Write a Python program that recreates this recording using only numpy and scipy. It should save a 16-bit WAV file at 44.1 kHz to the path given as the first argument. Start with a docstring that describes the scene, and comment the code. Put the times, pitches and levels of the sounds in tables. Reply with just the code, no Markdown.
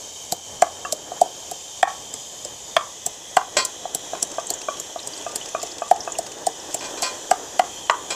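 """A wooden pestle pounds spices in a mortar on a brick courtyard. Each blow crunches the grains, then
knocks on the hollow bowl, and the pestle often taps the rim on its way up. Beside it a gas burner
hisses under a simmering aluminium pot. The lid clanks as it is shifted, lifted and put back, and the
open pot sizzles and spits. A faint hum is heard at the start. Brick walls echo the knocks, and a
limiter turns the sound down around the hardest blows."""
import sys
import numpy as np
from scipy import signal
from scipy.fft import rfft, irfft, next_fast_len
from scipy.io import wavfile
from scipy.ndimage import uniform_filter1d, minimum_filter1d, map_coordinates

SR = 44100
rng = np.random.default_rng(int(sys.argv[2]) if len(sys.argv) > 2 else 0)


def materialize(psi):
    """Save the field psi as 16-bit PCM at rate SR to the path in sys.argv[1].

    A 1-D psi becomes a single channel; in a 2-D psi each row is a channel.
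    """
    bounded = np.clip(np.atleast_2d(psi).T, -1, 1)
    quanta = np.round(bounded * 32767).astype(np.int16)
    wavfile.write(sys.argv[1], SR, quanta)


N = 359403
T = np.arange(SR // 3) / SR  # the clock of one short sound, in seconds

# Levels in the tables are relative. A ring time is how long a sound takes to fall by 60 dB.
# echoes off the walls: (delay [s], level [dB])
WALL_ECHOES = [(0.0116, -19.5), (.023, -21.5), (.044, -22.5), (.069, -47)]
# how long the yard rings: (frequency [Hz], ring time [s])
YARD_RING = [(200, 0.45), (1000, 0.27), (2500, 0.26), (8000, 0.077)]
# tone colour of the echoes: (frequency [Hz], level [dB])
ECHO_COLOUR = [(150, -6), (400, 1.5), (700, -7.5), (950, 7), (1250, 5.5), (1700, -1.5), (3000, -3.5),
               (8000, -5), (15000, -1)]
# how loud the stove is: (time [s], hiss level [dB], simmer level [dB])
STOVE_LEVELS = [(0.0, -38, -50.5), (0.32, -40.5, -54.5), (1.16, -40, -44.5), (1.66, -39, -52),
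                (3.11, -40.5, -52.5), (3.49, -39, -46.5), (5.49, -39, -43), (5.81, -40.5, -44),
                (6.76, -39, -42.5), (6.94, -38, -38.5), (7.74, -39, -45), (8.15, -39, -43)]
# the gas jet's first colour: (frequency [Hz], level [dB])
JET_COLOUR = [(1180, -38), (2000, -14.5), (2450, -9), (2720, -11), (3090, 2.5), (3370, -3.5), (3700, 1.5),
              (3960, -10.5), (4280, -6), (5210, -4), (6230, 2.5), (7080, 5), (8760, -10.5), (12200, -17),
              (15400, -27)]
# the gas jet's second colour: (frequency [Hz], level [dB])
JET_SECOND_COLOUR = [(1180, -40), (2000, -1.5), (2180, -17.5), (2500, -6), (2770, -7.5), (3010, 3.5),
                     (3310, 4), (4100, -6.5), (4580, -9), (6280, 5), (7200, 3), (8330, -7.5), (8690, -10.5),
                     (12200, -18.5), (15400, -28)]
# when the jet whistles: (start [s], end [s], level [dB])
JET_WHISTLES = [(0, 2.5, -50), (7.8, 7.87, -41), (8.1, 8.15, -46)]
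# the rush of the flame: (frequency [Hz], level [dB])
FLAME_COLOUR = [(15, -55), (25, -17.5), (87, -10), (252, -10.5), (288, -16), (384, -12), (406, -7),
                (541, -5.5), (763, -7), (924, -9), (1230, -14), (1430, -28), (1730, -19), (2400, -24),
                (3120, -61), (5280, -120)]
# the simmering pot: (frequency [Hz], level [dB])
SIMMER_COLOUR = [(100, -17), (220, -13), (290, 2.5), (500, 4.5), (650, 0.5), (950, -3.5), (1300, -9),
                 (1800, -9.5), (2600, -33)]
# tiny bursting bubbles: (frequency [Hz], level [dB])
SIZZLE_COLOUR = [(1200, -43), (2600, -1), (4300, -4), (5500, 1.5), (7800, 4), (9500, -12.5),
                 (15000, -28)]
# the pot's loudest spits: (time [s], level [dB], pitch [Hz])
LOUD_SPITS = [(4.468, -19, 7600), (4.537, -15.5, 7000), (4.99, -26, 3870), (5.412, -25, 3000),
              (6.005, -18.5, 5500), (6.12, -17, 7050), (6.152, -27, 2630), (7.907, -18, 7240)]
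# the lid meets the pot: (time [s], level [dB], brightness [dB per octave])
LID_KNOCKS = [(3.568, -3, 1.5), (4.149, -24, -6), (6.808, -21.5, -0.5), (6.841, -20, 1),
              (6.973, -23.5, 0.5), (7.028, -11.5, 2), (7.061, -18, 1.5), (8.104, -13, 2)]
# the lid's clear tones: (frequency [Hz], level [dB], ring time [s])
LID_TONES = [(565, -4, .17), (824, -5, .18), (1020, -2, .22), (1055, -3, .22), (1217, -10, .2),
             (1384, -8, .2), (1513, -7, .2), (1570, -3, .15), (1906, -6, .17), (2078, -8, .17),
             (2428, -3, .18), (2475, -3, .17), (3208, -6, .18), (3340, -3, .12), (4050, -4, .2),
             (4197, -5, .2), (4543, -3, .2), (4807, -9, .15), (5125, -2, .16), (5595, -4, .1),
             (5685, -7, .14), (5965, -9, .14), (6643, -8, .12), (7348, -8, .12), (7628, -5, .1),
             (7905, 0, .1)]
# the blur of the lid's many short tones: (frequency [Hz], level [dB])
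LID_WASH = [(150, -12), (600, 13), (1500, -12), (2600, 2), (5200, -6), (6600, -3), (7800, 5), (8500, -12),
            (15000, -34)]
# the lid's flutter against the pot: (frequency [Hz], level [dB])
LID_CHATTER = [(40, 0), (200, -20), (1500, -70)]
# the pestle taps the rim: (time [s], level [dB], brightness [dB per octave])
RIM_TAPS = [(0.8495, -20.5, 4.5), (1.118, -21.5, -14), (3.8541, -19, -15), (4.133, -18.5, -10),
            (4.383, -16, -6), (4.685, -15.5, 0), (4.9598, -20.5, -12.5), (5.264, -20, -3.5),
            (5.548, -13.5, -1.5), (5.819, -16, -6), (6.075, -19.5, -4.5)]
# pestle and rim struck together: (frequency [Hz], level [dB], ring time [s])
RIM_TONES = [(690, 0, .033), (930, -10, .018), (1200, -6, .025), (1600, -9, .025), (2580, -14, .055)]
# the pestle's own lingering ring: (frequency [Hz], level [dB], ring time [s])
PESTLE_TONES = [(683, 1, 0.14), (1132, 17, 0.1), (1176, 6.5, 0.25)]
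# bare wood on the bottom of the bowl: (frequency [Hz], level [dB], ring time [s])
BOWL_TONES = [(590, -12, .018), (1070, -3, .022), (1240, -6, .02), (1560, -1, .02), (1690, 0, .02),
              (2090, -5, .018), (2290, -8, .016), (3060, -4, .018), (3320, -10, .022), (4650, -17, .025),
              (5900, -16, .012)]
# the noisy crack of wood on wood: (frequency [Hz], level [dB])
CRACK_COLOUR = [(500, -15), (1200, 9), (2100, 2.5), (3200, -7), (4000, -11), (6000, -7), (15000, -43)]
# the mortar's thud on the bricks: (frequency [Hz], level [dB], ring time [s])
THUD_TONES = [(169, 2, 0.048), (311, 1, 0.096), (453.4, 9.5, 0.063), (543, -11, 0.065)]
# the air in the bowl: (multiple of the knock's pitch [ratio], level [dB], ring time [s])
HOLLOW_TONES = [(1, 0, .024), (.9, -18, .016)]
# spice grains breaking: (frequency [Hz], level [dB])
CRUNCH_COLOUR = [(300, -14), (2000, -29), (4000, -18.5), (5600, -9), (6800, -7.5), (7500, 2), (8000, -5.5),
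                 (8800, -11.5), (12000, -21.5), (14000, -21), (15500, -30)]
# the blows: (time [s], knock level [dB], knock pitch [Hz], crunch level [dB], bare wood share [0-1])
PESTLE_BLOWS = [(0.323, -14, 720, -5, 0), (0.6215, 1, 710, -5, 0.06), (0.925, -15, 622, -4.5, 0.01),
                (1.2143, 1, 711, -9, 0), (1.514, -19.5, 720, -16, 0.04), (1.8287, 6.5, 740, -5.5, .11),
                (2.14, -36.5, 700, -12.5, 0.2), (2.45, -27.5, 600, -14, 0.03),
                (2.765, -4.5, 660, -18, 0.43), (3.064, -22.5, 710, -4, 0.05), (3.368, 0, 737, -8, 0.17),
                (3.652, -41, 650, -5.5, 0), (3.949, -24, 710, -5, 0.03), (4.228, -27, 685, -1.5, 0),
                (4.504, -23, 707, -6, 0.06), (4.8, -39, 650, -11.5, 0), (5.074, -37, 650, -12, 0),
                (5.359, -32, 706, -7, 0.1), (5.63, -19, 695, -13, 0.01), (5.9116, 4.5, 734, -12, 0.02),
                (6.187, -12, 682, -9, 0), (6.4684, -6.5, 720, -7, 0.01), (6.745, -20, 684, -6, 0),
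                (7.023, -16.5, 705, -8.5, 0), (7.312, -1, 732, -7.5, 0.07), (7.5934, 1.5, 727, -11, 0.12),
                (7.896, -10, 660, -27.5, 1)]

TOP_HZ = 15500  # nothing is heard above this
LID_OFF_S, LID_ON_S = 4.4, 6.25  # the pot stands fully open between these times


def amp(db):
    """Turn decibels into a number to multiply by."""
    return 10 ** (np.asarray(db) / 20)


def unit(x):
    """Scale to an average strength (rms) of 1."""
    return x / np.sqrt(np.mean(x ** 2) + 1e-20)


def peak_one(x):
    """Scale so that the highest peak is 1."""
    return x / np.abs(x).max()


def fade(ring_s):
    """A level that dies away by 60 dB in ring_s seconds."""
    return np.exp(-np.log(1000) * T / ring_s)


def along(points, hz):
    """Read between the rows of a (frequency, value) table, evenly by octaves."""
    freqs, values = np.transpose(points)
    return np.interp(np.log(hz + 1), np.log(freqs), values)


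def curves(rows):
    """Turn each column after the time into one value per sample."""
    times, *columns = np.transpose(rows)
    return [np.interp(np.arange(N) / SR, times, column) for column in columns]


def wobble(rate):
    """A smooth curve through `rate` random points a second."""
    return map_coordinates(rng.standard_normal(int(N * rate / SR) + 4), [np.arange(N) * rate / SR])


def spell(start, end, rise_s, fall_s):
    """A level from 0 to 1 that rises until start, holds until end and then falls."""
    t = np.arange(N) / SR
    return np.clip(1 + np.minimum((t - start) / rise_s, (end - t) / fall_s), 0, 1)


def filtered(x, response):
    """Multiply each frequency in x by response(hz)."""
    size = next_fast_len(len(x) + len(T))
    return irfft(rfft(x, size) * response(np.fft.rfftfreq(size, 1 / SR)), size)[:len(x)]


def noise(colour, size):
    """Noise of strength 1 with the given tone colour."""
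    return unit(filtered(rng.standard_normal(size), lambda hz: amp(along(colour, hz))))


def ring(tones, attack_s, tilt_db=0, detune=0):
    """A struck object rings with several fading tones, a little different each time."""
    hz, db, ring_s = np.transpose(tones)[:, :, None]
    gain = amp(db + 2 * rng.standard_normal(hz.shape) + tilt_db * np.log2(hz / hz[0]))
    phase = 2 * np.pi * (hz * (1 + detune * rng.standard_normal()) * T + rng.random(hz.shape))
    tone = (gain * fade(ring_s) * np.sin(phase)).sum(0) / np.linalg.norm(gain)
    return tone * (1 - np.exp(-(T / attack_s) ** 2))


def add(track, s, sound):
    """Mix a sound into the track at s seconds."""
    part = track[max(round(s * SR), 0):][:len(sound)]
    part += sound[:len(part)]


def hum():
    """A faint low hum that wavers and fades."""
    pitch_hz = 90 + 6 * wobble(22)
    phase = 2 * np.pi * np.cumsum(pitch_hz) / SR
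    return spell(0.13, 0.6, rise_s=0.15, fall_s=0.48) * amp(-53.5 + 2 * wobble(2.5)) * np.sin(phase)


def yard_echo(x):
    """The walls send back clear echoes, plus a short tail that is new every third of a second."""
    echo = np.zeros(N)
    for delay, db in WALL_ECHOES:
        add(echo, delay, amp(db) * x)
    for start in range(0, N, len(T)):
        hz, t, bands = signal.stft(rng.standard_normal(len(T)), SR, nperseg=256)
        tail = signal.istft(bands * amp(-60 * t / along(YARD_RING, hz)[:, None]), SR, nperseg=256)[1]
        tail /= np.linalg.norm(tail)
        add(echo, start / SR + 0.006, amp(-16.5) * signal.fftconvolve(x[start:start + len(T)], tail))
    return filtered(echo, lambda hz: amp(along(ECHO_COLOUR, hz)))


def with_ground_bounce(x):
    """A bounce off the bricks colours the sound; its delay drifts as the listener moves."""
    delay_s = 0.001216 * (1 + 0.045 * wobble(0.69))
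    return x + amp(-16) * map_coordinates(x, [np.arange(N) - delay_s * SR])


def turbulence(x, depth_db):
    """Swirling gas slowly moves the hiss's strength from one narrow band to another."""
    bands = signal.stft(x, nperseg=512)[2]
    patches = uniform_filter1d(rng.standard_normal(bands.shape), size=3, axis=0)
    patches = uniform_filter1d(patches, size=70, axis=1)
    return signal.istft(bands * amp(depth_db * unit(patches)), nperseg=512)[1][:N]


def gas_hiss(level_db):
    """Gas hisses through the burner, which favours some pitches; the colour shifts midway."""
    share = spell(3.07, 6.2, rise_s=0.39, fall_s=3.6)
    jet = np.sqrt(1 - share) * noise(JET_COLOUR, N) + np.sqrt(share) * noise(JET_SECOND_COLOUR, N)
    jet = turbulence(jet, depth_db=1.4)
    return amp(level_db + 0.86 + 0.74 * wobble(10)) * jet


def gas_whistle(pitch_hz=3130):
    """At times the jet sings a thin note: a very narrow band of noise."""
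    note = unit(filtered(rng.standard_normal(N), lambda hz: 1 / (1 + ((hz - pitch_hz) / 80) ** 2)))
    singing = sum(amp(db) * spell(start, end, 0.14, 0.14) for start, end, db in JET_WHISTLES)
    return singing * amp(1.25 * wobble(15)) * note


def stove():
    """The gas hisses and whistles, the flame rushes and the pot simmers."""
    hiss_db, simmer_db = curves(STOVE_LEVELS)
    gas = gas_hiss(hiss_db) + gas_whistle()
    flame = amp(-47.5 + 2.14 * wobble(12)) * noise(FLAME_COLOUR, N)
    simmer = amp(simmer_db + 1.5 + 1.9 * wobble(40)) * noise(SIMMER_COLOUR, N)
    return gas + flame + simmer


def pot_opening():
    """How far the lid is off, from 0 (shut) to 1 (open)."""
    return spell(LID_OFF_S, LID_ON_S, rise_s=0.32, fall_s=0.9)


def sizzle(pops_per_s=70):
    """Tiny bubbles burst in the pot, louder while the lid is off."""
    pops = (rng.random(N) < pops_per_s / SR) * amp(8 * np.minimum(rng.exponential(size=N), 3))
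    bursts = np.abs(signal.fftconvolve(pops, fade(0.03))[:N])
    level = amp(-58) + amp(-46.5) * pot_opening()
    return level * unit(bursts * noise(SIZZLE_COLOUR, N))


def spits(small_per_s=7):
    """The pot spits in short, pitched bursts of noise; small ones come at random while it is open."""
    out = np.zeros(N)
    times = np.flatnonzero(rng.random(N) < small_per_s * pot_opening() / SR) / SR
    small = [(s, -28 + 1.5 * rng.standard_normal(), rng.uniform(4060, 8500)) for s in times]
    for s, db, pitch_hz in list(LOUD_SPITS) + small:
        white = rng.standard_normal(len(T))
        burst = filtered(white, lambda hz: 1 / (1 + ((hz / pitch_hz - 1) / 0.07) ** 2))
        add(out, s, amp(db) * peak_one(burst * fade(0.031) * (1 - np.exp(-T / 0.0016))))
    return out


def clank(bright_db):
    """Thin aluminium rings with clear tones over a blur of short ones; the pot's rim roughens them."""
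    wash = filtered(noise(LID_WASH, len(T)), lambda hz: amp(bright_db * np.log2(1 + hz / 500)))
    chatter = 1 + 0.45 * noise(LID_CHATTER, len(T))
    clear = chatter * ring(LID_TONES, attack_s=0.001, tilt_db=bright_db, detune=0.004)
    return amp(-2) * unit(wash) * fade(0.11) + clear


def lid(gap_s=0.017, loss_db=7.5):
    """Each time the lid meets the pot it rocks to rest in four ever weaker clanks."""
    out = np.zeros(N)
    for s, db, bright_db in LID_KNOCKS:
        for k in range(4):
            add(out, s + k * gap_s, amp(db - 8 - k * loss_db) * clank(bright_db))
    return out


def rim_taps():
    """The pestle taps the rim; the brighter the tap, the more the pestle rings afterwards."""
    out = np.zeros(N)
    for s, db, bright_db in RIM_TAPS:
        tap = ring(RIM_TONES, attack_s=0.0011, tilt_db=bright_db, detune=0.032)
        linger = ring(PESTLE_TONES, attack_s=0.0016, tilt_db=bright_db, detune=0.011)
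        add(out, s, amp(db + 7) * (tap + amp(-14.5 + 0.85 * bright_db) * linger))
    return out


def crunch(lead_s, width_s=0.00094, rise_s=0.0024, fall_s=0.004):
    """Spice grains start to crack, give way in one dense burst at lead_s, then settle."""
    from_burst = np.abs(T - lead_s)
    cracking = amp(-5) * np.exp(-from_burst / rise_s)
    settling = amp(-0.5) * np.exp(-from_burst / fall_s)
    burst = np.exp(-(from_burst / width_s) ** 2)
    pressure = np.hypot(burst, np.where(T < lead_s, cracking, settling))
    # the grains lie differently under each blow, so the colour varies
    hz = np.arange(300, TOP_HZ, 600)
    colour_db = along(CRUNCH_COLOUR, hz) + 4 * rng.standard_normal(len(hz))
    grains = noise(np.column_stack([hz, colour_db]), len(T)) * pressure
    return grains * np.linalg.norm(pressure) / np.linalg.norm(grains)


def hollow_knock(pitch_hz, attack_s=0.0035):
    """The note of the air in the bowl swells for about two cycles and dies quickly."""
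    tone = sum(amp(db) * fade(ring_s) * np.sin(2 * np.pi * pitch_hz * multiple * T)
               for multiple, db, ring_s in HOLLOW_TONES)
    return peak_one(tone * (1 - np.exp(-(T / attack_s) ** 2)))


def clack():
    """Bare wood hits wood: a sharp crack, and both bowl and pestle ring."""
    crack = noise(CRACK_COLOUR, len(T)) * fade(0.032)
    bowl = ring(BOWL_TONES, attack_s=0.00069, detune=0.042)
    shaft = ring(PESTLE_TONES, attack_s=0.0014, tilt_db=17, detune=0.029)
    return amp(6.5) * bowl + amp(-5) * crack + amp(-13.5) * shaft


def pestle(lead_s=0.02):
    """Each blow crushes the spice, then meets the bowl: the less spice between, the harder the clack."""
    out = np.zeros(N)
    for s, knock_db, pitch_hz, crunch_db, bare_share in PESTLE_BLOWS:
        add(out, s - lead_s, amp(crunch_db - 9.5) * crunch(lead_s))
        knock = amp(knock_db - 1.5) * hollow_knock(pitch_hz)
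        bare_wood = bare_share * amp(knock_db + 8.5) * clack()
        # the weight of the blow reaches the ground, cushioned or not
        thud = amp(-22.5 + 0.3 * knock_db) * ring(THUD_TONES, attack_s=0.0026, detune=0.052)
        crushing_s = 0.000694 * amp(-0.298 * knock_db)  # softer knocks come later after the crunch
        add(out, s + crushing_s, knock + bare_wood + thud)
    return out


def scene():
    """Mix the knocks and spits, their echo, the stove and the hum into one channel."""
    hits = pestle() + rim_taps() + lid() + spits()
    # the hits carry little deep bass
    hits = signal.sosfilt(signal.butter(2, 130, "high", fs=SR, output="sos"), hits)
    return (hits + yard_echo(hits) + with_ground_bounce(stove()) + sizzle() + hum())[None]


def record(dry):
    """A limiter lowers the level from just before each overload; the highest treble is cut off."""
    x = dry[0]
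    needed_gain = 1 / np.maximum(np.abs(x) / 1.05, 1)
    held_gain = minimum_filter1d(needed_gain, size=2400, origin=650)
    x = x * uniform_filter1d(held_gain, size=400)
    x = x / (1 + np.abs(x) ** 16) ** (1 / 16)  # flatten peaks near full scale
    return filtered(x, lambda hz: hz < TOP_HZ)[None]


dry = scene()
out = record(dry)
materialize(out)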